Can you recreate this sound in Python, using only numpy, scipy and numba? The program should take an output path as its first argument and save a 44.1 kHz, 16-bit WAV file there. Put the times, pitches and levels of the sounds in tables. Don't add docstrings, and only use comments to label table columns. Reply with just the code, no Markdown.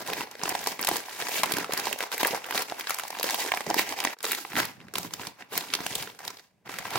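import sys
import numpy as np
from scipy import signal
from scipy.fft import rfft, irfft, next_fast_len
from scipy.io import wavfile
from scipy.ndimage import uniform_filter1d
from numba import njit

SR = 44100
rng = np.random.default_rng(int(sys.argv[2]) if len(sys.argv) > 2 else 0)


def generate_wav(sig):
    pcm = np.round(np.clip(np.atleast_2d(sig).T, -1, 1) * 32767).astype(np.int16)
    wavfile.write(sys.argv[1], SR, pcm)


N = 307818

# start of full strength in seconds, rise in seconds,
# hold in seconds, fall in seconds, rustle of the folds in dB rms before the microphone colour,
# foil against folds in dB, bag walls against folds in dB.
SQUEEZES = [(.0,0.06,.0,0.11,-38.5,-8,-5),(0.084,0.054,0.12,0.15,-38.5,-9,-6.5),(0.323,0.069,0.096,0.079,-50,-11,-14),(0.456,0.1,0.029,0.21,-34.5,-7.5,-6),
            (0.687,0.24,0.0056,0.14,-39,-3,-5.5),(0.796,0.031,0.13,0.073,-38.5,-14,-8),(0.894,0.12,0.062,0.12,-37.5,-3,-6),(1.093,0.06,.0,0.05,-47,-11,-32),
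            (1.203,0.044,0.083,0.22,-40,-15,-11),(1.392,0.52,.0,0.075,-37.5,-1.5,-13.5),(1.439,0.0078,0.00047,0.018,-29.5,-9,-15),(1.488,0.21,0.1,0.16,-36.5,-8,-5),(1.742,0.089,0.03,0.2,-36.5,-8,-9),
            (1.861,0.087,.0,0.15,-37,-4,-4.5),(2.019,0.092,0.012,0.069,-37,-6.5,-20),(2.124,0.031,0.23,0.14,-37.5,-6.5,-11.5),(2.197,0.0096,0.014,0.017,-34.5,-6,-16),(2.464,.06,0.11,0.11,-47,-21,-7),(2.559,0.11,0.0076,0.21,-35.5,-5,-10),
            (2.69,.1,0.036,0.15,-57,-1,3),(2.795,0.046,0.014,0.12,-37,-8,-13),(2.9,0.13,0.0015,0.66,-42,-4.5,-23),(3.16,0.28,0,0.18,-42,-9,-12.5),
            (3.268,0.11,0.15,0.35,-37.5,-4,-11),(3.53,.1,0.076,0.18,-41.5,-7.5,-16.5),(3.687,0.047,0.0031,0.16,-34,-12,0),(3.792,0.048,.0,0.062,-27.5,-3.5,-16),
            (3.879,0.087,0.19,0.2,-40.5,-8,-7),(4.08,0.36,0.062,0.093,-44.5,-8.5,-13),(4.24,0.021,0.13,0.26,-43,1.5,-6),(4.44,0.11,0.037,0.16,-68,-17,10),
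            (4.575,0.072,0.0071,0.11,-29.5,-4.5,-7),(4.693,0.11,0.015,0.19,-68,-9,-11),(4.793,0.09,0.17,.05,-59.5,-16,1.5),(4.954,0.015,0.1,0.054,-45.5,0,0),(5.11,0.044,0.078,.1,-54.5,-1,1.5),(5.216,0.083,0.056,0.07,-44,-6,-5),
            (5.399,0.034,0.016,0.069,-47,-12.5,-5.5),(5.531,0.028,0.06,0.16,-40,-3,-5),(5.664,0.079,0,.1,-48,-4.5,-11),(5.735,0.097,0.016,0.3,-41,-6.5,-5.5),
            (5.857,0.054,0.14,0.17,-43,-1.5,-6),(6.044,.05,0.068,0.12,-57,-8,1.5),(6.193,0.012,0.12,0.096,-48.5,-8,-6),(6.358,.1,0.029,0.13,-58.5,-3,-12),(6.577,0.11,0.035,.05,-75.5,-14,7),(6.659,0.0092,0.021,.1,-50.5,-16,-7),(6.693,0.015,0.13,0.26,-40,-9,-10),
            (6.96,0.12,0.034,.1,-31.5,-11,-9)]
SWING_DB = 20
SWING_PACE = [.9, .95, 1.01, 1.05, 1.15]
WRINKLE_SHARE, WRINKLE_DB = 0.69, -0.5
# time in seconds, level in dB.
BOOM = [(0.0, -7), (0.9, -17.5), (1.55, -8), (2.1, -19), (3.2, -24), (3.75, -14), (4.3, -19), (4.55, 0),
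        (4.85, 1.5), (5.3, -2.5), (6.1, -4.5), (6.6, 6), (6.98, -5.5)]

# lowest pitch in Hz,
# highest pitch in Hz, typical ring in cycles, rustle grains per second, size scatter in dB.
CREASE_SIZES = [(95, 230, 2.5, 400, 1.5), (200, 620, 2.0, 900, 2.5), (680, 2600, 1.9, 2400, 3.0),
                (2500, 6800, 2.6, 4200, 3.2), (6300, 16500, 3.2, 10000, 2.6)]
FOCUS_SHARE, FOCUS_RATE, STRAY_OCT = .8, 18, .15
# strength in dB, whole bag to foil.
FLUTTER_DB = [2.3, 2.3, 2.8, 1.8, 1.24]

# time in seconds, left minus right in dB.
PAN = [(0.0, -1), (1.44, -0.5), (1.48, -4), (1.75, 0), (1.94, -5), (1.96, -1.0), (3.28, -0.5), (3.5, -3.5),
       (3.83, -1.5), (6.78, -1), (6.86, 1.0), (6.98, -4)]
PORT_LAG_S, PORT_SCATTER_S, PAN_SCATTER_DB = 5e-5, 6e-5, 3.5
PORT_SCATTER_CYCLES, RING_SCATTER = 0.07, 0.37

# frequency in Hz, relative density in dB per Hz.
AIR = [(18, -45), (30, -15), (189, 1), (384, -15), (540, -6), (1160, -19), (1910, -19), (2410, -23),
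       (16000, -33)]
AIR_DB = -73

SNAPS = [(0.0643, -38, 2100.0, -47.5, 520.0, -30, 2990, -33, 10500.0),
         (0.0753, -35, 1880.0, -56.5, 430.0, -29, 3940, -25, 9780.0),
         (0.1012, -26.5, 706, -27.5, 510.0, -26, 3220, -27, 12000.0),
         (0.1199, -29, 1060.0, -25, 423, -35, 3310.0, -50, 10300.0),
         (0.1338, -22, 1630, -40, 390.0, -20.5, 3560, -20.5, 13000.0),
         (0.1693, -34, 965, -37, 400.0, -40, 4100.0, -38.0, 12400.0),
         (0.2082, -19.5, 1310, -29, 450.0, -24, 2960, -27, 11300.0),
         (0.216, -24, 990, -32, 377, -31, 4020.0, -33, 9910.0),
         (0.2725, -34.5, 949.0, -37, 530, -43, 3570.0, -50.0, 10100.0),
         (0.3135, -41, 1320.0, -45, 530.0, -35, 5190.0, -35, 11400.0),
         (0.3535, -32.5, 1720.0, -35, 510.0, -42, 4080, -41, 7820.0),
         (0.3942, -36, 1770.0, -38, 510.0, -35.0, 3220.0, -38, 8790.0),
         (0.4158, -26, 1330, -37, 425, -35, 3900.0, -45, 7330.0),
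         (0.4241, -31, 1490.0, -37.5, 450.0, -34, 2700.0, -45, 8270.0),
         (0.4355, -23, 1060.0, -38, 270.0, -20, 5800, -20.5, 7600.0),
         (0.4563, -19.5, 1230, -21, 380, -26.0, 3840.0, -28, 14300.0),
         (0.4796, -22.5, 935, -43, 330.0, -27, 2840.0, -36, 10600.0),
         (0.4928, -45, 1140, -32, 290.0, -22, 6090.0, -14.5, 10400),
         (0.5239, -25.5, 880, -25.5, 392, -32, 4390.0, -46.0, 10100.0),
         (0.5519, -18, 840, -30, 398, -22, 3450, -21.5, 8960.0),
         (0.592, -38, 1360.0, -55.0, 370.0, -26, 5200, -28, 7240.0),
         (0.6405, -32, 1660.0, -59, 510.0, -31, 4830.0, -24, 11100.0),
         (0.6626, -22, 1250, -43, 352, -27, 3750.0, -28, 7460.0),
         (0.6723, -18.5, 1100, -27, 368, -14.5, 4970, -15.5, 9700),
         (0.7932, -22.5, 1100, -34, 308, -27, 3450.0, -28.5, 9950),
         (0.8052, -27, 1000, -41, 420.0, -34.5, 3250.0, -51, 8160.0),
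         (0.8142, -39, 1285, -40.5, 240.0, -39, 4980.0, -15, 12600.0),
         (0.8281, -25, 1366, -33, 420.0, -21, 4800, -30.0, 10300.0),
         (0.8383, -24, 1410.0, -37, 440.0, -28, 3620, -29, 9540.0),
         (0.8482, -25, 890, -35, 440.0, -20, 4900.0, -15.5, 10500.0),
         (0.8719, -26.5, 1640.0, -33, 450.0, -15, 3640, -11.5, 10300),
         (0.882, -18.5, 980, -34, 450.0, -27, 3560, -32.5, 9440.0),
         (0.8887, -13.5, 1050, -26, 510.0, -18, 3700, -11, 10200),
         (0.9143, -17.5, 790, -20, 352, -22, 4010.0, -30, 11100.0),
         (0.9428, -40, 1240.0, -27, 345, -42, 4370.0, -37.5, 9870.0),
         (0.9587, -24.5, 923, -25.5, 442, -20, 3470, -19.5, 11600.0),
         (0.9676, -28, 1600.0, -41, 480.0, -24, 3680, -17.5, 11200.0),
         (1.0037, -29.5, 1510.0, -47, 320.0, -33, 2860, -28.5, 11000.0),
         (1.0849, -32.5, 888.0, -53, 500.0, -53, 3190.0, -47.5, 10700.0),
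         (1.0944, -32.5, 1590.0, -50, 460.0, -31.5, 3860.0, -37.0, 10100.0),
         (1.1114, -32, 1460.0, -49.5, 480.0, -45, 3500.0, -47, 7890.0),
         (1.1483, -43, 1230.0, -42, 460.0, -36, 3610.0, -34.0, 12200.0),
         (1.1622, -37, 1650.0, -60, 470.0, -34, 4900, -39, 7110.0),
         (1.2023, -24.5, 1610, -34.5, 477, -27.5, 3500.0, -24.5, 11700.0),
         (1.2152, -31, 2010.0, -38, 510.0, -24.5, 3470, -36, 10200.0),
         (1.2235, -19, 1790, -24, 490.0, -44, 3040.0, -27, 12300.0),
         (1.2693, -20.5, 1250.0, -33, 330.0, -26, 4550.0, -31.0, 8520.0),
         (1.2856, -24, 963, -35, 350.0, -25, 4870.0, -22.5, 9380.0),
         (1.2926, -26.5, 802.0, -38, 500.0, -29, 5050.0, -22, 12000.0),
         (1.3425, -25.5, 1210.0, -29, 510.0, -24, 4250, -30, 9840.0),
         (1.3575, -25, 1050.0, -32, 380.0, -23, 3260.0, -32.5, 10100.0),
         (1.3834, -26, 1320, -34, 520.0, -29, 4110.0, -26, 7290.0),
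         (1.3997, -28, 1450, -28, 470.0, -33, 3700.0, -35, 10200.0),
         (1.4345, -11.5, 1030, -29.5, 310.0, -14.5, 3540, -13, 9340.0),
         (1.4591, -35, 1430.0, -41, 480.0, -23.5, 3920.0, -21.5, 9560.0),
         (1.5118, -33, 1150, -32, 496, -40, 3860.0, -38.0, 10100.0),
         (1.5213, -26, 1090.0, -28.5, 432, -17, 4550, -12, 13300.0),
         (1.5383, -28, 1800.0, -26, 376, -19, 4410.0, -22, 11100.0),
         (1.5694, -20.5, 1480, -25.5, 328, -21, 5300, -22, 11000.0),
         (1.5847, -23.0, 740, -25.5, 327, -21, 4220, -18.5, 10900.0),
         (1.6448, -22.5, 1250, -49, 370.0, -28, 4170, -30, 10000.0),
         (1.6954, -38, 677.0, -22.5, 510, -42, 4190.0, -53.5, 8500.0),
         (1.7088, -29, 1010.0, -38, 510.0, -33, 3470.0, -42, 8190.0),
         (1.7225, -19, 1370.0, -31, 410.0, -21, 3670.0, -22, 11200.0),
         (1.7357, -21.5, 905, -27, 400, -20, 4500, -13.5, 11400),
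         (1.7761, -36, 1620.0, -41, 360.0, -18.5, 4790.0, -17, 12800.0),
         (1.798, -26, 1300, -31, 400.0, -19.5, 4830.0, -21, 11200.0),
         (1.8558, -30, 1240.0, -44, 350.0, -24.5, 4110.0, -23, 8730.0),
         (1.8701, -20.5, 965, -23.5, 476, -21.5, 3860.0, -36, 11300.0),
         (1.9135, -29.0, 743.0, -31.5, 500.0, -37.5, 3810.0, -37, 9520),
         (1.9280, -25, 1300, -37, 460.0, -17.5, 2700, -17.5, 10800.0),
         (1.9605, -37, 840, -35, 490.0, -33.0, 2890, -46.0, 10400.0),
         (1.9886, -33, 1500.0, -51, 460.0, -29, 3770.0, -23, 11400.0),
         (2.0065, -20.5, 1480.0, -29.5, 520, -24, 3600, -24, 12400.0),
         (2.0139, -30, 1182, -31, 460.0, -29.5, 3590.0, -38.5, 11200.0),
         (2.0275, -25, 1240, -25, 470.0, -24, 3740.0, -25.5, 8000.0),
         (2.0372, -25, 1000, -29, 467, -26.5, 2860, -35.5, 9850.0),
         (2.1178, -24.5, 1410.0, -26.5, 480, -24, 3580.0, -23, 12100.0),
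         (2.1261, -25.5, 1770.0, -40.5, 440.0, -31, 3080.0, -33, 9180.0),
         (2.139, -24, 1200, -28, 490, -29, 4310.0, -27.5, 10700.0),
         (2.1800, -24.5, 2000, -38, 450.0, -31, 2760.0, -19.5, 13340),
         (2.2008, -33, 1800.0, -32, 510.0, -27, 4140, -26, 11200.0),
         (2.2115, -43, 1530.0, -42.5, 450.0, -22, 4030.0, -21, 11700.0),
         (2.2318, -12, 1050, -27, 319, -14, 3100, -16, 9100),
         (2.249, -23, 1110, -26.5, 443, -10.5, 2230, -18, 12300.0),
         (2.2568, -19, 1000, -18, 474, -32, 2720.0, -47.0, 13500.0),
         (2.2712, -32, 1090.0, -34.5, 460.0, -24, 4370, -11.5, 12850),
         (2.278, -21.5, 1240, -38, 430.0, -28, 5120.0, -18, 13300.0),
         (2.309, -42.5, 1080.0, -28.5, 382, -22.5, 3370.0, -30, 11400.0),
         (2.3315, -29.5, 780, -20.5, 513, -30, 3360.0, -38, 11900.0),
         (2.3383, -25, 870, -24, 515, -40.0, 3080.0, -48.0, 9930.0),
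         (2.3473, -18.5, 740, -19, 526, -24.0, 5050, -32, 10200.0),
         (2.3641, -48.5, 1680.0, -40, 460.0, -35, 3510.0, -28.5, 11900.0),
         (2.3758, -27, 990, -37.5, 480.0, -37, 4040, -36, 11100.0),
         (2.4433, -35, 1410.0, -39, 520.0, -28, 2870, -33, 7840.0),
         (2.4644, -38, 1290.0, -44, 490.0, -40, 3160.0, -31, 11300.0),
         (2.4875, -30, 890, -44, 480, -34, 2500, -45, 9000),
         (2.5094, -23.5, 950.0, -44, 500.0, -23, 3060, -20, 12000.0),
         (2.525, -22, 1500, -29, 360.0, -29, 3400.0, -34.5, 12300.0),
         (2.548, -21.5, 856, -37, 490, -24, 4250, -20.5, 12500.0),
         (2.5545, -20.5, 860, -34, 476, -20, 3900, -28, 10000),
         (2.5775, -26, 1200, -42, 480.0, -14.5, 4130, -19, 13000.0),
         (2.5932, -28, 1230.0, -24, 510.0, -25, 4350.0, -22, 9550.0),
         (2.6076, -24, 1260.0, -30, 470.0, -24.0, 2980.0, -26, 8130.0),
         (2.622, -25, 1170, -40, 390.0, -21, 4640.0, -18, 11400.0),
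         (2.6842, -44, 1100, -43, 430, -34, 2400, -40, 9000),
         (2.6988, -36, 1930.0, -45, 430.0, -29.5, 3560.0, -33.5, 9590.0),
         (2.715, -30, 820, -34.5, 456, -36, 2850.0, -44.5, 9470.0),
         (2.7227, -23.5, 770, -36, 510.0, -30, 3400.0, -44.0, 9700.0),
         (2.7432, -43, 936.0, -44, 400.0, -40.0, 3730.0, -39, 9120.0),
         (2.7972, -27, 1520.0, -34, 480.0, -32, 4700.0, -23, 13200),
         (2.8095, -26, 2170.0, -41, 300.0, -26, 3180.0, -27, 11800.0),
         (2.8716, -20.5, 1470, -37, 530.0, -21.5, 3830, -30, 7150),
         (2.8961, -20, 1400, -50, 540.0, -28, 4100.0, -17, 11700),
         (2.9065, -18, 1070, -34.5, 524, -18.5, 4540, -17.5, 10800.0),
         (2.9438, -28, 1160.0, -48, 430.0, -25, 4860.0, -18, 12000),
         (2.9872, -23, 1170, -43, 500.0, -36, 3310.0, -21.5, 10500.0),
         (2.9971, -20.5, 1380, -36, 490.0, -27, 2810, -21, 11200),
         (3.0363, -26.5, 815, -33.5, 480.0, -29, 3540, -27, 7170.0),
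         (3.0802, -34, 2010, -60.0, 510.0, -34, 4750.0, -25, 11900),
         (3.1049, -30, 876, -41, 440.0, -27, 4020, -24.5, 8950.0),
         (3.15, -25, 1340.0, -46, 450.0, -42.5, 3750.0, -43.5, 9510.0),
         (3.1701, -29, 1120.0, -42, 380.0, -35.5, 3440.0, -48, 10000.0),
         (3.1876, -29, 1390, -42.5, 410.0, -28, 3820.0, -30, 8920.0),
         (3.1978, -26, 754, -34.5, 520, -22, 4370.0, -23, 12100.0),
         (3.2112, -26, 1070, -41.5, 350.0, -29, 3920, -37.5, 8320.0),
         (3.2305, -20.5, 1800, -41, 420.0, -17, 4070, -14, 11600),
         (3.2425, -21, 1450, -17, 480, -20, 4500, -18.5, 11300),
         (3.2663, -33, 1510.0, -31.5, 447, -27, 4690.0, -32, 10700.0),
         (3.2907, -21, 1830.0, -37, 530.0, -24, 4570.0, -29, 10800.0),
         (3.2978, -20, 890, -34.5, 540.0, -20.5, 4090.0, -19, 10700.0),
         (3.3079, -20, 1730.0, -36, 350.0, -17, 5640, -19, 10900.0),
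         (3.3447, -21.5, 940, -37, 533, -18, 3400, -14.5, 13550),
         (3.4024, -29, 1570, -34.5, 370.0, -32, 4820, -23, 7250.0),
         (3.4405, -27.5, 1070, -33, 480.0, -33, 5380.0, -25.0, 9510.0),
         (3.4507, -25.5, 873, -27.5, 450.0, -29.5, 4150, -34, 8830.0),
         (3.4631, -31, 1600.0, -29, 388, -29, 3740, -30.5, 8640.0),
         (3.4866, -25.5, 1590.0, -31, 420.0, -42, 3370, -41, 11900.0),
         (3.5196, -16.5, 1066, -39, 350.0, -12.5, 2290, -22, 8700),
         (3.5388, -17.5, 950, -35.5, 330.0, -20.5, 3260, -37, 9310.0),
         (3.5477, -37, 1820.0, -35.5, 360.0, -24.5, 3700.0, -25.5, 8750.0),
         (3.5734, -20.5, 1145, -33, 403, -21.5, 2350.0, -23, 12900.0),
         (3.6071, -18.5, 1010, -36.5, 540.0, -26, 3340.0, -27.5, 8460.0),
         (3.6663, -25, 820, -26, 410.0, -30, 4970, -30, 7100.0),
         (3.6876, -50.0, 978.0, -37, 460.0, -41.5, 3710.0, -33, 10600.0),
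         (3.7021, -16.5, 685, -23, 470, -21, 4760.0, -21.5, 8400.0),
         (3.7104, -19, 749.0, -24, 367, -24, 3230, -32, 11000.0),
         (3.7435, -14.5, 890, -22, 505, -19.5, 5030, -17.5, 13400.0),
         (3.7668, -31, 847, -24, 366, -34, 4730.0, -34.5, 12700.0),
         (3.7937, -13.5, 1020, -20, 383, -12.5, 2550, -13, 12800.0),
         (3.8281, -32.5, 1820, -36, 330.0, -32, 4200.0, -33, 10600.0),
         (3.8915, -28, 1956, -43, 333, -28.5, 3090.0, -23.5, 9290.0),
         (3.9246, -22, 925, -38.5, 480.0, -25.5, 2960, -27.5, 8850.0),
         (3.9397, -26.5, 915.0, -42, 330, -43, 2840, -52, 10600.0),
         (3.9892, -27, 1000.0, -55, 390.0, -25, 3510.0, -41, 8020.0),
         (4.0031, -27, 2200.0, -42, 440.0, -17, 4350.0, -19, 8500),
         (4.04, -26, 1190, -42, 470.0, -23.5, 2900, -18, 13800),
         (4.0501, -12.5, 1030, -26.5, 290.0, -15, 2430, -14.5, 7600),
         (4.0731, -18.5, 1840, -30, 305, -32.5, 2580.0, -40, 11000.0),
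         (4.1680, -49, 1200, -51, 450, -56, 2800, -70, 7500),
         (4.1879, -45.0, 1700.0, -61.5, 430.0, -49, 4740.0, -38, 7740.0),
         (4.2062, -36.5, 1430.0, -56.0, 450.0, -34, 3810.0, -41.5, 10500.0),
         (4.2294, -41, 1840, -52.0, 470.0, -39, 5130.0, -22, 10100.0),
         (4.2441, -21, 1500, -21, 525, -20, 4000, -22, 11200.0),
         (4.253, -25.0, 1530.0, -28, 420.0, -19, 4840.0, -21, 10300.0),
         (4.2656, -28, 1220, -31, 493, -23, 4000, -33, 8130.0),
         (4.2924, -44.5, 1700.0, -33, 430.0, -27, 4490.0, -35, 12800.0),
         (4.3118, -23, 2100.0, -47, 400.0, -26, 3600.0, -27, 12200.0),
         (4.3186, -23, 1480, -49, 420.0, -16, 3400, -9, 14400.0),
         (4.3317, -19, 1980.0, -32, 370.0, -22.5, 3550, -26, 12000.0),
         (4.3493, -25, 2040.0, -47, 410.0, -23, 4190.0, -20, 12100.0),
         (4.3865, -36, 1290.0, -45, 370.0, -35, 3600.0, -35, 12100.0),
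         (4.4505, -25, 1020, -35, 370.0, -32, 2680, -51, 9340.0),
         (4.5202, -30, 1930.0, -31, 320.0, -33, 3600.0, -49, 9000.0),
         (4.555, -21, 1910.0, -23.5, 240.0, -35, 3300.0, -34, 8070.0),
         (4.5662, -16.5, 1610, -34, 347, -35, 4320.0, -34.0, 9320.0),
         (4.5741, -21, 1480, -21.5, 283, -26, 3810.0, -35.5, 8270.0),
         (4.5922, -39, 961.0, -48, 370.0, -30, 4190.0, -25, 13700.0),
         (4.6015, -15, 1500, -23, 304, -18, 3710.0, -19, 11300.0),
         (4.6534, -41, 1510.0, -51, 302, -29, 4210.0, -21, 13400.0),
         (4.8039, -40.5, 1325, -43, 232, -43, 2880, -53.0, 8220.0),
         (4.8135, -48, 1700, -52, 230, -41, 2900, -60, 8000),
         (4.8696, -46, 1206, -50, 230.0, -54.0, 4420, -66.0, 8070.0),
         (4.8841, -39.5, 1720.0, -46, 281, -44.0, 2840, -50, 7710.0),
         (4.9388, -30, 1360, -31, 380.0, -32, 5250, -26, 9670.0),
         (4.956, -26, 1020, -36, 410.0, -18, 3540, -23, 10300.0),
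         (4.9702, -32.5, 1550, -43, 340.0, -34, 3900.0, -41, 12800.0),
         (4.9833, -23.5, 1170, -32, 357, -21.5, 4200, -14, 12900.0),
         (5.0485, -31.5, 990, -27.5, 270, -39, 4740.0, -41, 11200.0),
         (5.1087, -38.5, 1010.0, -51, 330.0, -39.0, 3330.0, -42.5, 12100.0),
         (5.1376, -28, 1390, -42, 320.0, -19, 5030.0, -21.5, 11400),
         (5.1965, -30.5, 1030, -35, 290.0, -33, 2890.0, -46.0, 8850.0),
         (5.2162, -35, 1090.0, -37, 360.0, -37, 3880.0, -41.5, 7390.0),
         (5.2342, -34, 1600, -42.5, 500, -40, 2800, -45, 8000),
         (5.2512, -33, 1350.0, -45, 280.0, -38, 4750.0, -35, 11600.0),
         (5.2708, -32.5, 1040, -34, 300.0, -24.5, 4120, -26.5, 8900),
         (5.4079, -37.5, 1500, -46, 400, -48, 2700, -59, 7500),
         (5.4229, -34.5, 1730, -44, 230.0, -33, 2720.0, -51.5, 7460.0),
         (5.523, -34, 1380.0, -30, 417, -34, 3240.0, -40.5, 12100.0),
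         (5.5546, -29, 1720, -35.5, 378, -28.5, 4430.0, -33, 10600.0),
         (5.5778, -20, 1900, -35, 370.0, -16.5, 3930, -10, 12800),
         (5.6094, -35.5, 864.0, -38, 450.0, -25, 3660.0, -28, 11000.0),
         (5.686, -47.5, 1570, -51, 360.0, -32, 4110.0, -42, 10200.0),
         (5.7028, -41, 1950.0, -44, 300.0, -28.5, 3610, -46, 9900),
         (5.7292, -39, 1500, -45, 400, -29, 3780, -39.5, 8000),
         (5.7384, -28, 1204, -49, 360.0, -10, 3430, -16, 8740),
         (5.7517, -26.5, 1100.0, -29.5, 382, -15, 4770, -22, 11500.0),
         (5.7902, -28, 816.0, -40, 308, -41, 3790.0, -40, 12500.0),
         (5.8054, -29, 1080, -26, 350, -29, 4780.0, -40.0, 8210.0),
         (5.8649, -22.5, 1510, -25, 700.0, -21, 3300, -17.5, 9400),
         (5.8943, -51.0, 1510.0, -51, 350.0, -42, 4740.0, -34, 10600.0),
         (5.9142, -30, 1590.0, -34.5, 292, -36, 4160.0, -41, 8800.0),
         (5.9228, -38, 1600, -45, 330, -31, 4500, -33, 8000),
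         (5.9284, -41, 1660.0, -35, 330.0, -27, 3660.0, -33, 12500.0),
         (5.9539, -36, 1130.0, -42, 250.0, -16.5, 3620, -13.5, 11600),
         (5.9981, -41, 1500, -52, 400, -32, 2760, -42, 8000),
         (6.0108, -40, 1500, -50, 400, -29, 3700, -42, 8000),
         (6.0258, -36, 1160, -48, 360.0, -25, 3400, -24.5, 12300.0),
         (6.0744, -30, 1460, -39, 450.0, -33, 4430.0, -49.0, 10200.0),
         (6.1001, -44, 1060.0, -44, 510.0, -32.5, 2980, -49, 11100.0),
         (6.1912, -36.5, 1300.0, -51, 420.0, -42, 4760.0, -34.5, 7900),
         (6.2049, -35, 992, -46, 420, -44, 2800, -48, 8000),
         (6.2513, -35.5, 960.0, -42, 348, -31, 3920.0, -29, 10100.0),
         (6.2790, -28.5, 930, -47, 380.0, -19.5, 4470, -24, 13200.0),
         (6.3044, -33, 1080, -43, 440.0, -37, 4700, -31, 8300.0),
         (6.3707, -43, 1170.0, -45, 474, -35, 4690.0, -44, 9290.0),
         (6.3871, -40, 1980, -47, 473, -51, 3110.0, -59.0, 9660.0),
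         (6.3956, -42, 1510, -60, 472, -37, 4300.0, -55.0, 9910.0),
         (6.6768, -36, 2100.0, -51, 250.0, -44, 2480.0, -52.0, 9630.0),
         (6.6945, -27.5, 1140.0, -38, 310.0, -32.5, 3230, -35.5, 7800),
         (6.7174, -35.5, 1710.0, -40.5, 388, -37, 3850.0, -33, 9950.0),
         (6.7409, -28, 1350.0, -53, 348, -37, 3060.0, -34, 7900.0),
         (6.7696, -38, 1750, -38, 342, -35, 3650.0, -42.5, 11400.0),
         (6.787, -26.0, 1720, -32, 506, -29, 4290.0, -23, 11800.0),
         (6.8544, -23.5, 1040, -49, 340.0, -31, 3425, -42.0, 8680.0),
         (6.9062, -37, 1210.0, -44, 310.0, -28, 3560.0, -28, 9800.0),
         (6.9356, -29, 1000, -34, 400, -31, 3300, -40.5, 8000),
         (6.9570, -19, 1110, -26, 380.0, -19, 3500, -24.5, 8180.0)]
NEIGHBOUR_DB = 4
BUCKLE_SCATTER, BUCKLE_RING = 0.41, 1.374
OVERTONE_RATIO, OVERTONE_DB = 2.03, -7.5

TICK_RATE, TICK_DB, TICK_SCATTER_DB, TICK_COLOUR_DB = 12, 6.5, 3.5, 3.5
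# one end in Hz, other end in Hz.
TICK_HZ = [(300, 620), (884, 1820), (2800, 5600), (8000, 7800)]

# time in seconds, level in dB before
# trims, pitch in Hz, deep push against the ring in dB before trims.
THUMPS = [(0.114, -42, 209, -20), (0.167, -42.5, 165, -22), (0.201, -45, 167, -16), (0.437, -36, 169, -23),
          (0.525, -44, 173, -25), (0.799, -48, 210, -26), (0.889, -37, 190, -16), (0.927, -36.5, 170, -30),
          (1.436, -32.5, 207, -23), (1.542, -31.5, 168, -26), (1.574, -33.5, 198, -27),
          (1.611, -45, 178, -16), (1.737, -34.5, 203, -29), (2.236, -35.5, 206, -22), (2.31, -47, 189, -34),
          (2.336, -39, 176, -20), (3.245, -43, 190, -26), (3.575, -46, 194, -24), (3.678, -32.5, 171, -31),
          (3.769, -41, 185, -25), (3.796, -56, 184, -26), (4.053, -39, 212, -24), (4.544, -36.5, 186, -25),
          (4.574, -32.5, 136, -10), (4.605, -42.5, 177, -24.5), (4.755, -50.5, 200, -24),
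          (4.785, -48, 170, -25), (4.812, -49, 215, -25), (4.853, -48, 190, -25), (4.873, -43, 158, -21),
          (5.001, -44, 132, -22), (5.057, -40, 172, -28), (5.205, -39.5, 170, -24), (5.277, -41, 172, -19),
          (5.565, -46.5, 151, -17), (5.598, -49, 185, -21), (5.741, -50, 157, -21),
          (5.808, -34.5, 177, -22), (5.868, -40, 160, -21), (5.917, -40, 136, -17), (5.965, -43, 154, -6),
          (6.007, -43, 144, -19), (6.804, -43.5, 152, -13), (6.96, -33, 122.7, -20)]

# T60 in seconds,
# level in dB before the treble loss.
ROOM = [(0.062, -12), (.35, -10)]
ROOM_HZ = 8400
HOLLOW_HZ, HOLLOW_WIDTH_HZ = 1332, 357
# time in seconds, mean share of the band removed (0-1) before it wavers.
HOLLOW = [(0.0, .45), (3.9, .45), (4.5, .05), (6.98, .15)]
# start in seconds, ramp in seconds, end in seconds, ramp back in seconds, full depth in dB.
DIPS = [(2.155, 0.0099, 2.16, 0.0027, -15), (3.498, 0.014, 3.56, .003, -3),
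        (4.135, 0.022, 4.215, 0.05, -23), (4.9, 0.013, 4.93, .003, 1)]
# frequency in Hz, gain in dB.
COLOUR = [(25, -14.5), (40, -12), (80, -10), (125, -3.5), (260, -3.5), (480, -0.93), (700, 1.5),
          (1000, -0.17), (1350, 0), (1900, 1.5), (2500, 1.5), (3300, 0.4), (5000, 4), (9000, 0.5),
          (14000, 5)]
TOP_HZ = 15900


def undb(db):
    return 10 ** (np.asarray(db) / 20)


def shape(x, table):
    hz, db = np.transpose(table)
    size = next_fast_len(N)
    bin_hz = np.arange(1, size // 2 + 2) * SR / size
    gain = undb(np.interp(np.log(bin_hz), np.log(hz), db))
    return irfft(rfft(x, size) * gain, size)[..., :N]


def at_all_times(table):
    return np.interp(np.arange(N) / SR, *np.transpose(table))


def walk(rate):
    k = int(SR / rate)
    held = np.repeat(rng.standard_normal(N // k + 1), k)
    return 1.5 * uniform_filter1d(held, k)[:N]


@njit
def rings(n, start, hz, cycles, gain):
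    out = np.zeros(n)
    for k in range(len(start)):
        tau = cycles[k] * SR / hz[k] / 3
        pole = -1 / tau + 2j * np.pi * hz[k] / SR
        first = int(start[k]) + 1
        t = first - start[k]
        z = gain[k] * np.e / tau * np.exp(pole * t)
        step = np.exp(pole)
        for i in range(max(first, 0), min(first + int(9 * tau), n)):
            out[i] += t * z.imag
            z *= step
            t += 1
    return out


def creases(s, hz, cycles, db, pan_db, scatter=1.):
    lag, skew, tilt, sign, ring = rng.standard_normal((len(s), 5)).T * scatter
    lag_s = PORT_LAG_S * scatter + PORT_SCATTER_S * lag + PORT_SCATTER_CYCLES * skew / hz
    pan_db = pan_db + PAN_SCATTER_DB * tilt
    stretch = np.exp(RING_SCATTER * ring)
    gain = np.sign(sign) / np.sqrt(stretch)
    ports = []
    for side in (1, -1):
        start = (s - side * lag_s / 2) * SR
        port_gain = gain * undb(db + side * pan_db / 2)
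        ports.append(rings(N, start, hz, cycles * stretch, port_gain))
    return np.array(ports)


def handling():
    t = np.arange(0, N / SR + .002, .002)
    s, rise, hold, fall, db, foil_db, wall_db = np.transpose(SQUEEZES)[:, :, None]
    before = np.maximum(s - t, 0) / np.maximum(rise, .01)
    after = np.maximum(t - s - hold, 0) / np.maximum(fall, .01)
    away = before + after
    boom_db = np.interp(s, *np.transpose(BOOM))
    wrinkle_db = WRINKLE_DB + WRINKLE_SHARE * foil_db
    levels_db = []
    for size_db, pace in zip([wall_db + boom_db, wall_db, 0, wrinkle_db, foil_db], SWING_PACE):
        squeeze_db = db + size_db - SWING_DB * pace * away
        power = np.sum(undb(2 * squeeze_db), axis=0)
        levels_db.append(np.interp(np.arange(N) / SR, t, 10 * np.log10(power + 1e-12)))
    return np.array(levels_db)


def rustle(crease_size, db, pan_db, flurry_db):
    low_hz, high_hz, cycles, rate, scatter_db = crease_size
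    place, pitch, size = rng.random((int(rate * N / SR), 3)).T
    at = (place * N).astype(int)
    held = int(SR / FOCUS_RATE)
    focus = rng.random(N // held + 1)[at // held]
    pitch = (focus + FOCUS_SHARE * pitch) % 1
    stray = 2 ** (STRAY_OCT * rng.standard_normal(len(at)))
    hz = np.minimum(low_hz * (high_hz / low_hz) ** pitch * stray, .4 * SR)
    grain_db = flurry_db[at] - scatter_db * np.log(1 - .98 * size)
    power = np.sum(undb(2 * grain_db)) / N
    grain_db = grain_db - 10 * np.log10(power * cycles * SR / hz / 3)
    return creases(at / SR, hz, cycles, grain_db + db[at], pan_db[at])


def air():
    shared, left, right = shape(rng.standard_normal((3, N)), AIR)
    tone = shared + 0.66 * np.array([left, right])
    return undb(AIR_DB) * tone / np.std(tone)


def avalanche(s, hz, cycles, db, pan_db, spread_s, lead, detune, fade_db, count):
    wait, pitch = np.moveaxis(rng.random((len(s), count, 2)), 2, 0)
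    other = (np.arange(count) > 0) + 0 * wait
    wait = (wait - lead) * other
    tone = np.minimum(hz[:, None] * 2 ** (detune * (2 * pitch - 1) * other), .4 * SR)
    level = db[:, None] - fade_db * np.abs(wait) - NEIGHBOUR_DB * other
    ring = cycles * np.where(other, 1, BUCKLE_RING)
    start = s[:, None] + spread_s * wait - ring / tone / 3
    scatter = np.where(other, 1, BUCKLE_SCATTER)
    return creases(start.ravel(), tone.ravel(), ring.ravel(), level.ravel(),
                   np.repeat(pan_db, count), scatter.ravel())


def snaps(rows):
    s, fold_db, fold_hz, wall_db, wall_hz, wrinkle_db, wrinkle_hz, foil_db, foil_hz = np.transpose(rows)
    pan_db = np.interp(s, *np.transpose(PAN))
    fold = avalanche(s, fold_hz, 1.584, fold_db - 0.9, pan_db,
                     spread_s=0.005045, lead=.06, detune=0.51, fade_db=12.0, count=6)
    wall = avalanche(s, wall_hz, 1.54, wall_db - 4.0, pan_db,
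                     spread_s=0.00744, lead=0.11, detune=0.26, fade_db=8.5, count=3)
    wrinkle = avalanche(s, wrinkle_hz, 1.69, wrinkle_db - 2.0, pan_db,
                        spread_s=0.0055, lead=0.1795, detune=0.66, fade_db=10.0, count=12)
    foil = avalanche(s, foil_hz, 1.94, foil_db - 1.5, pan_db,
                     spread_s=.007, lead=.22, detune=0.78, fade_db=14.0, count=24)
    overtone = avalanche(s, OVERTONE_RATIO * fold_hz, 2.58, fold_db + OVERTONE_DB, pan_db,
                         spread_s=.004, lead=0.061, detune=0.37, fade_db=8.0, count=2)
    return fold + overtone + wall + wrinkle + foil


def ticks(levels_db):
    count = int(TICK_RATE * N / SR)
    place, *pitch = rng.random((count, 5)).T
    size, *colour = rng.standard_normal((count, 5)).T
    rustle_db = levels_db[1:, (place * N).astype(int)]
    db = rustle_db + TICK_DB + TICK_SCATTER_DB * size + TICK_COLOUR_DB * np.array(colour)
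    hz = [low * (high / low) ** p for (low, high), p in zip(TICK_HZ, pitch)]
    return np.transpose([place * N / SR, db[1], hz[1], db[0], hz[0], db[2], hz[2], db[3], hz[3]])


def thumps():
    s, db, hz, deep_db = np.transpose(THUMPS)
    pan_db = np.interp(s, *np.transpose(PAN))
    ring = creases(s - 2.28 / hz / 3, hz, 1.53, db + 5.0, pan_db)
    push = creases(s - .008, 48 + 0 * s, 1.3, db + deep_db + 7.5, pan_db, scatter=1.4)
    return ring + push


def room(dry):
    t = np.arange(SR // 2) / SR
    tail = 0
    for t60_s, db in ROOM:
        part = rng.standard_normal((2, len(t))) * undb(-60 * t / t60_s)
        tail = tail + undb(db) * part / np.sqrt(np.sum(part ** 2, axis=1, keepdims=True))
    tail = signal.sosfilt(signal.butter(1, ROOM_HZ, fs=SR, output="sos"), tail)
    return signal.fftconvolve(dry.mean(axis=0)[None], tail, axes=1)[:, :N]


def hollow(x):
    band = signal.filtfilt(*signal.iirpeak(HOLLOW_HZ, HOLLOW_HZ / HOLLOW_WIDTH_HZ, fs=SR), x)
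    share = at_all_times(HOLLOW) + 0.19 * walk(8)
    return x - np.clip(share, 0, .6) * band


def dips():
    t = np.arange(N) / SR
    dip_db = 0
    for s, ramp, end, back, db in DIPS:
        dip_db = dip_db + db * np.clip(np.minimum((t - s) / ramp, (end - t) / back), 0, 1)
    return undb(dip_db)


def scene():
    levels_db = handling()
    flurry_db, flutter = 1.5 * walk(35), walk(110)
    big = snaps(SNAPS)
    bag = snaps(ticks(levels_db)) + thumps()
    pan_db = at_all_times(PAN)
    for crease_size, db, flutter_db in zip(CREASE_SIZES, levels_db, FLUTTER_DB):
        size_flurry_db = np.minimum(flurry_db + flutter_db * flutter, 4.5)
        bag = bag + rustle(crease_size, db, pan_db, size_flurry_db)
    dip = dips()
    packet = big + (bag + room(bag + big)) * dip
    return hollow(shape(packet, COLOUR)) + air() * dip


def record(dry):
    top_cut = signal.ellip(10, .2, 85, TOP_HZ, fs=SR, output="sos")
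    return signal.sosfilt(top_cut, np.tanh(dry))


dry = scene()
out = record(dry)
generate_wav(out)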